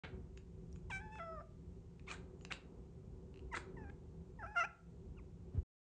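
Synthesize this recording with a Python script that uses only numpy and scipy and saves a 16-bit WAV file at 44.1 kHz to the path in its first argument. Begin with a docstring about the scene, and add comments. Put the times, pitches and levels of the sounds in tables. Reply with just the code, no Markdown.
"""A young cat on a chair, close to a phone in a quiet room, over low rumble and an appliance hum.
It sniffs, its wet mouth clicks and its collar tag shivers. From 0.9 s its vocal folds give a soft meow
that flips between two registers, rough at each flip. A squeak (2.1 s), a grunt (2.5 s), a lick (3.3 s)
and a chirp (3.5 s) follow among sniffs and clicks, then a whine (3.8 s), a trill (4.4 s) and a peep (5.2 s).
At 5.5 s its nose bumps the microphone and the sound stops."""
import sys
import numpy as np
from scipy import signal
from scipy.fft import rfft, irfft, next_fast_len
from scipy.io import wavfile
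from scipy.ndimage import map_coordinates

SR = 44100
rng = np.random.default_rng(int(sys.argv[2]) if len(sys.argv) > 2 else 0)


def transcribe(u):
    """Save the signal u as a 16-bit wav file named by the first command-line argument.

    u: samples, shape (n,) or (channels, n), limited to [-1, 1]; the rate is SR.
    q: integer samples, one column per channel.
    """
    v = np.clip(np.atleast_2d(u).T, -1, 1)
    q = np.round(v * 32767).astype(np.int16)
    wavfile.write(sys.argv[1], SR, q)


N = 261954
TIME = np.arange(N) / SR


def cat_voice():
    """Seven calls, voiced through spread or rounded lips."""
    # note chains; registers near 850 Hz (mouth nearly shut) and 700 Hz (open): (time [s], first pitch [Hz],
    # last pitch [Hz], fundamental [dB], 2nd harmonic [dB], upper harmonics [dB], swell [dB], closing [dB])
    meow_notes = [(.9, 910, 900, -49, -62, -51.5, 8, 4.5), (.912, 762, 770.5, -59.5, -50, -47.5, 8.5, 14.5),
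                  (1.006, 864, 860, -60, -67, -73.5, 3.5, 9), (1.118, 870, 877, -58, -65, -60.5, 0.5, -0.5),
                  (1.191, 673.7, 632.3, -53, -47, -62, -5.5, 22.5),
                  (1.362, 621, 569, -58, -52.5, -82, -1.5, 3), (1.409, 670, 683, -52, -59, -96, -8, 3)]
    whine_notes = [(3.768, 888, 843, -64.5, -62.5, -76.5, -10.5, -1),
                   (3.845, 790, 827, -66, -66, -83, -4, -9)]
    trill_notes = [(4.39, 828, 860, -57, -60, -94.5, 2, -10), (4.429, 671, 649, -53, -47.5, -75, 2, 4),
                   (4.463, 824.4, 869, -57.5, -58.5, -67.5, -5, 13),
                   (4.557, 692.6, 704, -45.5, -38, -56.5, 6.5, -9),
                   (4.602, 662, 669, -49, -35, -43, 0.5, 12), (4.640, 816, 885, -46.5, -47, -47.5, 5.5, 13)]
    # single glides:
    # (time [s], pitch [Hz], fundamental [dB], 2nd harmonic [dB], upper harmonics [dB], roughness [-])
    squeak = [(2.078, 1050, -55, -55, -72, 0.088), (2.087, 1182, -62, -49.5, -65, 0.28),
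              (2.097, 1349, -66.5, -61, -73, 0.51), (2.107, 1261, -57.5, -51, -62, .08),
              (2.117, 1163, -54, -50, -61.5, 0.09), (2.135, 1350, -64.5, -74.5, -67, 0.36),
              (2.147, 1525, -54, -72, -76.5, .1), (2.168, 1760, -75.5, -82, -90, .1)]
    grunt = [(2.505, 788, -59, -52, -57.5, 0.5), (2.514, 762, -58, -60, -50.5, 0.8),
             (2.524, 857, -66, -52.5, -44.5, 0.71)]
    chirp = [(3.516, 1084, -60, -58.5, -81, 0.04), (3.531, 974, -50.5, -52, -48, 0),
             (3.541, 882, -45.5, -50, -58, 0.26), (3.545, 664, -63, -44.5, -55.5, 0.94),
             (3.558, 687, -70, -61, -53, 0), (3.572, 693, -78, -47, -71, 0.85),
             (3.582, 777, -50, -60, -67, 1.2)]
    peep = [(5.167, 1450, -71.5, -85, -97, 0.07), (5.18, 1392, -69, -74, -100, 0.05),
            (5.189, 1226, -70, -74, -94, 0.05), (5.201, 974, -65.5, -70, -105, 0.05)]
    # mouth response on the upper harmonics: (frequency [Hz], gain [dB])
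    spread = [(1800, 14.5), (2300, -1), (2680, -4.5), (3100, -24.5), (3350, -3.5), (3520, -20), (3850, -23),
              (4600, -33.5), (5400, -27), (6150, -26), (7000, -28), (8500, -28), (9500, -50)]
    rounded = [(1800, 14), (2100, -1.5), (2550, 4.5), (2820, -3), (3150, -30), (3500, -26), (4000, -26.5),
               (4700, -28), (5500, -19.5), (6050, -11), (6700, -46), (7600, -25), (8700, -66)]
    meow = vocal_folds(phrase(meow_notes, end_s=1.428), spread, rasp_db=-22)
    whine = phrase(whine_notes, end_s=3.908, hoarse=.13)
    trill = phrase(trill_notes, end_s=4.66)
    soft_calls = sum(vocal_folds(rows, rounded, rasp_db=-30) for rows in (whine, trill, peep))
    airy_calls = vocal_folds(squeak, spread, rasp_db=-2)
    airy_calls += vocal_folds(grunt, spread, rasp_db=-19)
    airy_calls += vocal_folds(chirp, spread, rasp_db=-18.5)
    return meow + soft_calls + airy_calls


def vocal_folds(rows, mouth, rasp_db, jitter=.065, crack_db=-4, doubling=.79):
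    """The folds make 12 harmonics and breath noise; roughness unsettles pitch and level."""
    # high partials radiated by the nose: (frequency [Hz], level re fundamental [dB])
    nasal = [(2000, -55), (4400, -55), (4950, -35), (5350, -29), (5700, -55), (6700, -52), (7000, -38),
             (7400, -55), (8600, -55), (9000, -32), (9600, -50)]
    # air through the open mouth: (frequency [Hz], relative density [dB])
    rasp = [(500, -31.5), (1200, 3), (2600, 6.5), (3200, -9), (4600, -20.5), (5400, -0.5), (6100, 5),
            (6900, 0), (8500, -10.5), (9700, -17.5)]
    # irregular fold vibration: (frequency [Hz], relative density [dB])
    crack = [(450, -8.5), (700, -4), (1350, 14.5), (2500, -4.5), (3000, -19), (4500, -35), (6000, -20.5),
             (9000, -32.5)]
    pitch_hz, first_db, second_db, upper_db, rough = curves(rows)
    rough = np.maximum(rough, .05)
    pitch_hz = pitch_hz * (1 + jitter * rough * wobble(700) + .003 * wobble(90))
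    phase = 2 * np.pi * np.cumsum(pitch_hz) / SR + .042 * wobble(600)  # uneven cycles blur high harmonics
    tone = amp(first_db + flutter_db(first_db)) * np.sin(phase)
    tone += amp(second_db + flutter_db(second_db)) * np.sin(2 * phase)
    start_s, end_s = rows[0][0], rows[-1][0]
    on = (TIME > start_s - .01) & (TIME < end_s + .01)
    for k in range(3, 13):
        hz = k * pitch_hz[on]
        via_mouth = amp(upper_db[on] + along(mouth, hz))
        via_nose = amp(first_db[on] + along(nasal, hz))
        tone[on] += (via_mouth + via_nose) * np.sin(k * phase[on])
    # rough folds shimmer and alternate strong and weak cycles
    tone *= np.sqrt(2) * (1 + rough * (wobble(800) + doubling * np.sin(phase / 2)))
    air = amp(upper_db + rasp_db) * noise(rasp)
    air += rough * amp(np.maximum(upper_db, second_db) + crack_db) * noise(crack)
    air *= 1 + .5 * np.cos(phase)  # one puff a cycle
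    return (tone + air) * gate(start_s, end_s, .006)


def phrase(notes, end_s, hoarse=.01, flip_s=.007, rough_s=.012, edge_s=.006, rough_per_octave=1.15):
    """Note chain to glide rows: the mouth swells and closes on each note; pitch jumps roughen the folds."""
    t = np.arange(notes[0][0], end_s, .001)
    columns = np.transpose(notes)[..., None]
    onset_s, from_hz, to_hz, first_db, second_db, upper_db, swell_db, closing_db = columns
    age_s, since_flip_s = t - onset_s[0], t - onset_s[1:]
    progress = np.clip((t - onset_s) / np.diff(onset_s, axis=0, append=end_s), 0, 1)
    mouth_db = swell_db * np.sin(np.pi * progress) - closing_db * progress
    crossfade = -np.diff(.5 + .5 * np.tanh(since_flip_s / flip_s), axis=0, prepend=1, append=0)
    blend = lambda per_note: np.sum(crossfade * per_note, axis=0)
    pitch_hz = blend(from_hz + (to_hz - from_hz) * progress ** 1.4)
    scoop = .15 * np.exp(-age_s / .009)  # starts sharp, settles
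    waver = .0054 * np.interp(t, TIME, wobble(50))
    pitch_hz *= 1 + scoop + waver
    edge_db = np.exp(-age_s / edge_s) - 11.5 * np.exp((t - end_s) / edge_s)  # slight accent, release
    levels_db = [blend(db) + edge_db for db in (first_db, second_db + .43 * mouth_db, upper_db + mouth_db)]
    jump_octaves = np.abs(np.log2(from_hz[1:] / to_hz[:-1]))
    flip_rough = rough_per_octave * jump_octaves * np.exp(-(since_flip_s / rough_s) ** 2)
    release_rough = .35 * np.exp((t - end_s) / rough_s)
    rough = np.clip(hoarse + flip_rough.sum(axis=0) + release_rough, 0, 1)
    return np.transpose([t, pitch_hz, *levels_db, rough])


def flutter_db(level_db):
    """A partial flutters more the softer it is voiced."""
    return np.interp(level_db, [-66, -54, -42], [2.8, 1.2, .4]) * wobble(110)


def sniffs(nostril_db=6, log_width=.25):
    """Short rushes of air, coloured by a nostril resonance."""
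    # puffs: (time [s], length [s], level [dB], swell [dB], nostril [Hz], treble edge [Hz], treble [dB])
    puffs = [(0.036, 0.02, -50, -4.5, 2480, 2700, -16.5), (2.067, 0.04, -58.5, 19.5, 2580, 5500, 1.5),
             (2.112, 0.034, -55.5, -6, 1900, 5500, 14), (2.519, 0.027, -56, -3.5, 3900, 5500, 11),
             (3.549, 0.031, -50, 4.5, 1480, 5500, 10.5)]
    # air through the nose: (frequency [Hz], relative density [dB])
    airflow = [(200, 11), (700, 5.5), (1500, 5), (2800, -0.5), (4000, 3.5), (5200, -9.5), (7000, -7.5),
               (8600, -15.5), (9700, -43.5)]
    out = np.zeros(N)
    for s, length_s, db, swell_db, nostril_hz, edge_hz, treble_db in puffs:
        peak_db = lambda hz: nostril_db * np.exp(-(np.log((hz + 1) / nostril_hz) / log_width) ** 2)
        shelf = [(edge_hz, 0), (7500, treble_db)]
        air = unit(filtered(noise(airflow), lambda hz: amp(peak_db(hz) + along(shelf, hz))))
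        ramp = np.clip((TIME - s) / length_s, 0, 1) - .5
        out += amp(db + swell_db * ramp) * gate(s, s + length_s, .0083) * air
    return out * amp(2 * wobble(400))


def mouth_clicks(ring_t60_s=.0082, snap_t60_s=.014, snap_db=-5):
    """A wet film snaps and briefly rings the mouth cavity."""
    # clicks: (time [s], level [dB], resonance [Hz], treble [dB])
    clicks = [(.375, -49, 2660, 0), (0.728, -55, 5670, -25), (0.76, -58, 2520, 0.5),
              (1.156, -47, 1440, -25), (1.996, -54, 2530, -9), (2.114, -39, 2970, 0.5),
              (2.411, -57, 2930, -1), (2.4503, -40, 2720, -3), (2.523, -27.5, 2760, -12),
              (3.5721, -37, 2350, -5), (3.899, -53.5, 2150, -12)]
    # film snap: (frequency [Hz], relative density [dB])
    snap_spectrum = [(300, -16.5), (1200, 10.5), (3000, 1.5), (5000, 0.5), (7200, 0), (9500, -34)]
    out, t = np.zeros(N), np.arange(1024) / SR
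    for s, db, hz, treble_db in clicks + lick():
        modes = np.sin(2 * np.pi * hz * t) + .31 * np.sin(2 * np.pi * 1.454 * hz * t)
        ring = modes * amp(-60 * t / ring_t60_s)
        snap = amp(treble_db + snap_db - 60 * t / snap_t60_s) * noise(snap_spectrum, size=len(t))
        add(out, s, amp(db) * (ring + snap))
    return out


def lick(start_s=3.344, gap_s=.016, scatter_s=.0011, level_db=-54, ring_hz=2740, treble_db=-18):
    """The tongue peels away: four rows of faint, similar clicks."""
    return [(start_s + k * gap_s + scatter_s * lag, level_db + accent, ring_hz * (1 + .06 * detune), treble_db)
            for k, (lag, accent, detune) in enumerate(rng.standard_normal((4, 3)))]


def nose_bump(rub_db=-53, rise_s=.0013):
    """Fur brushes the phone and the soft nose pushes it twice."""
    # pushes: (time [s], level [dB], frequency [Hz], t60 [s])
    pushes = [(5.546, -34.5, 110, 0.12), (5.5749, -21, 79.8, 0.07)]
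    out, t = np.zeros(N), np.arange(SR // 8) / SR
    for s, db, hz, t60_s in pushes:
        envelope = amp(db - 60 * t / t60_s) * (1 - np.exp(-t / rise_s))
        add(out, s, envelope * np.sin(2 * np.pi * hz * t))
    fur = noise([(40, -7), (170, 4.5), (400, -4), (900, -21), (3000, -37.5), (8000, -54)])
    return out + amp(rub_db) * fur * gate(5.54, 5.595, .018)


def collar_tag(t60_s=.14):
    """A metal tag shivers in a narrow band, damped by fur."""
    # shivers: (time [s], level [dB])
    shivers = [(.37, -70.5), (0.718, -81.5), (.755, -74), (2.39, -78), (2.418, -71), (2.442, -75)]
    metal = [(5800, -31.5), (6900, 7), (7600, -15), (9500, -29.5)]
    out, t = np.zeros(N), np.arange(SR // 5) / SR
    for s, db in shivers:
        add(out, s, amp(db - 60 * t / t60_s) * noise(metal, size=len(t)))
    return out


def room(x, delay_s=.004):
    """The walls return a diffuse tail whose treble dies first."""
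    # room decay: (frequency [Hz], t60 [s])
    decay = [(200, 0.84), (1300, 0.4), (2600, 0.28), (5000, .25), (9000, 0.18)]
    hz, t, bins = signal.stft(rng.standard_normal(SR // 2), SR, nperseg=256)
    tail = signal.istft(bins * amp(-60 * t / along(decay, hz)[:, None]), SR, nperseg=256)[1]
    tail = np.pad(tail / np.linalg.norm(tail), (int(delay_s * SR), 0))
    return signal.fftconvolve(x, tail)[:N]


def background(hiss_db=-83, hum_drift_rad=.84, crossover_hz=190, wander_db=1.42):
    """Room rumble and appliance hum waver and dip briefly, over faint steady hiss."""
    # rumble and hiss: (frequency [Hz], relative density [dB])
    rumble_spectrum = [(15, -42.5), (25, -5.5), (54, 2), (70, 3), (102, -3), (162, -4.5), (199, -10.5),
                       (290, -14), (327, -21), (375, -4.5), (422, -18), (493, -16.5), (555, -28),
                       (961, -31.5), (1500, -44.5), (1950, -79), (3300, -120)]
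    hiss_spectrum = [(700, -34), (1300, -0.5), (2200, -1), (3500, -4.5), (5000, -6.5), (7000, -4),
                     (8600, -10.5), (9700, -15)]
    # slow rumble drift: (time [s], bass [dB], low mids [dB])
    drift = [(.1, -55, -52.5), (.4, -52, -54.5), (1.5, -54.5, -57.5), (1.9, -53.5, -55),
             (2.4, -56.5, -51.5), (2.72, -60, -50), (2.9, -54, -54), (3.8, -54, -50.5), (4.3, -54, -54),
             (5.45, -52.5, -53)]
    # appliance tones: (frequency [Hz], level [dB])
    tones = [(60, -67.5), (172, -64.5), (377, -73)]
    # dips in rumble and hum: (time [s], half width [s], depth [dB])
    dips = [(1.44, .04, 3.5), (2.61, 0.037, 7), (3.529, 0.051, 2), (4.579, 0.084, 12.5), (4.782, 0.082, 14)]
    hum = np.zeros(N)
    for hz, db in tones:
        gain = np.sqrt(2) * amp(db + 4.5 * wobble(7))
        hum += gain * np.sin(2 * np.pi * hz * TIME + hum_drift_rad * wobble(14))
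    air = noise(rumble_spectrum)
    bass = filtered(air, lambda hz: 1 / (1 + (hz / crossover_hz) ** 6))
    bass_db, low_mid_db = curves(drift)
    rumble = amp(bass_db) * bass + amp(low_mid_db) * (air - bass)
    dip_db = sum(depth_db * np.exp(-((TIME - s) / width_s) ** 2) for s, width_s, depth_db in dips)
    return amp(wander_db * wobble(8) - dip_db) * (rumble + hum) + amp(hiss_db) * noise(hiss_spectrum)


def amp(db):
    """Decibels to gain."""
    return 10 ** (np.asarray(db) / 20)


def unit(x):
    """Scale to rms 1."""
    return x / np.sqrt(np.mean(x ** 2) + 1e-20)


def along(points, hz):
    """Interpolate (frequency [Hz], value) points on a log axis."""
    knots_hz, values = np.transpose(points)
    return np.interp(np.log(hz + 1), np.log(knots_hz + 1), values)


def curves(rows):
    """One value per sample for each column after the time."""
    times_s, *columns = np.transpose(rows)
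    return [np.interp(TIME, times_s, column) for column in columns]


def wobble(rate_hz):
    """Smooth random curve, rate_hz knots a second."""
    return map_coordinates(rng.standard_normal(int(N * rate_hz / SR) + 4), [TIME * rate_hz])


def filtered(x, response):
    """Apply the gain response(hz)."""
    size = next_fast_len(len(x) + 8192)
    return irfft(rfft(x, size) * response(np.fft.rfftfreq(size, 1 / SR)), size)[:len(x)]


def noise(spectrum, size=N):
    """Noise of rms 1, shaped by (frequency [Hz], relative density [dB]) points."""
    return unit(filtered(rng.standard_normal(size), lambda hz: amp(along(spectrum, hz))))


def gate(start_s, stop_s, edge_s):
    """1 between two times, with soft edges."""
    inside_s = np.minimum(TIME - start_s, stop_s - TIME)
    return np.sin(np.pi / 2 * np.clip(inside_s / edge_s + .5, 0, 1)) ** 2


def add(track, start_s, sound):
    """Mix a short sound into a track."""
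    part = track[round(start_s * SR):][:len(sound)]
    part += sound[:len(part)]


def scene():
    """The cat near the microphone, the room around it."""
    voice, nose, mouth = cat_voice(), sniffs(), mouth_clicks()
    echo = room(amp(-16) * voice) + room(amp(-4.5) * nose + amp(-10.5) * mouth)
    return (voice + nose + mouth + echo + collar_tag() + nose_bump() + background())[None]


def record(dry):
    """The phone passes 37-9600 Hz and cuts off just after the bump."""
    highpass = signal.butter(8, 37, "high", fs=SR, output="sos")
    gated = signal.sosfilt(highpass, dry[0]) * gate(start_s=.036, stop_s=5.632, edge_s=.002)
    return filtered(gated, lambda hz: 1 / np.sqrt(1 + (hz / 9600) ** 90))[None]


dry = scene()
out = record(dry)
transcribe(out)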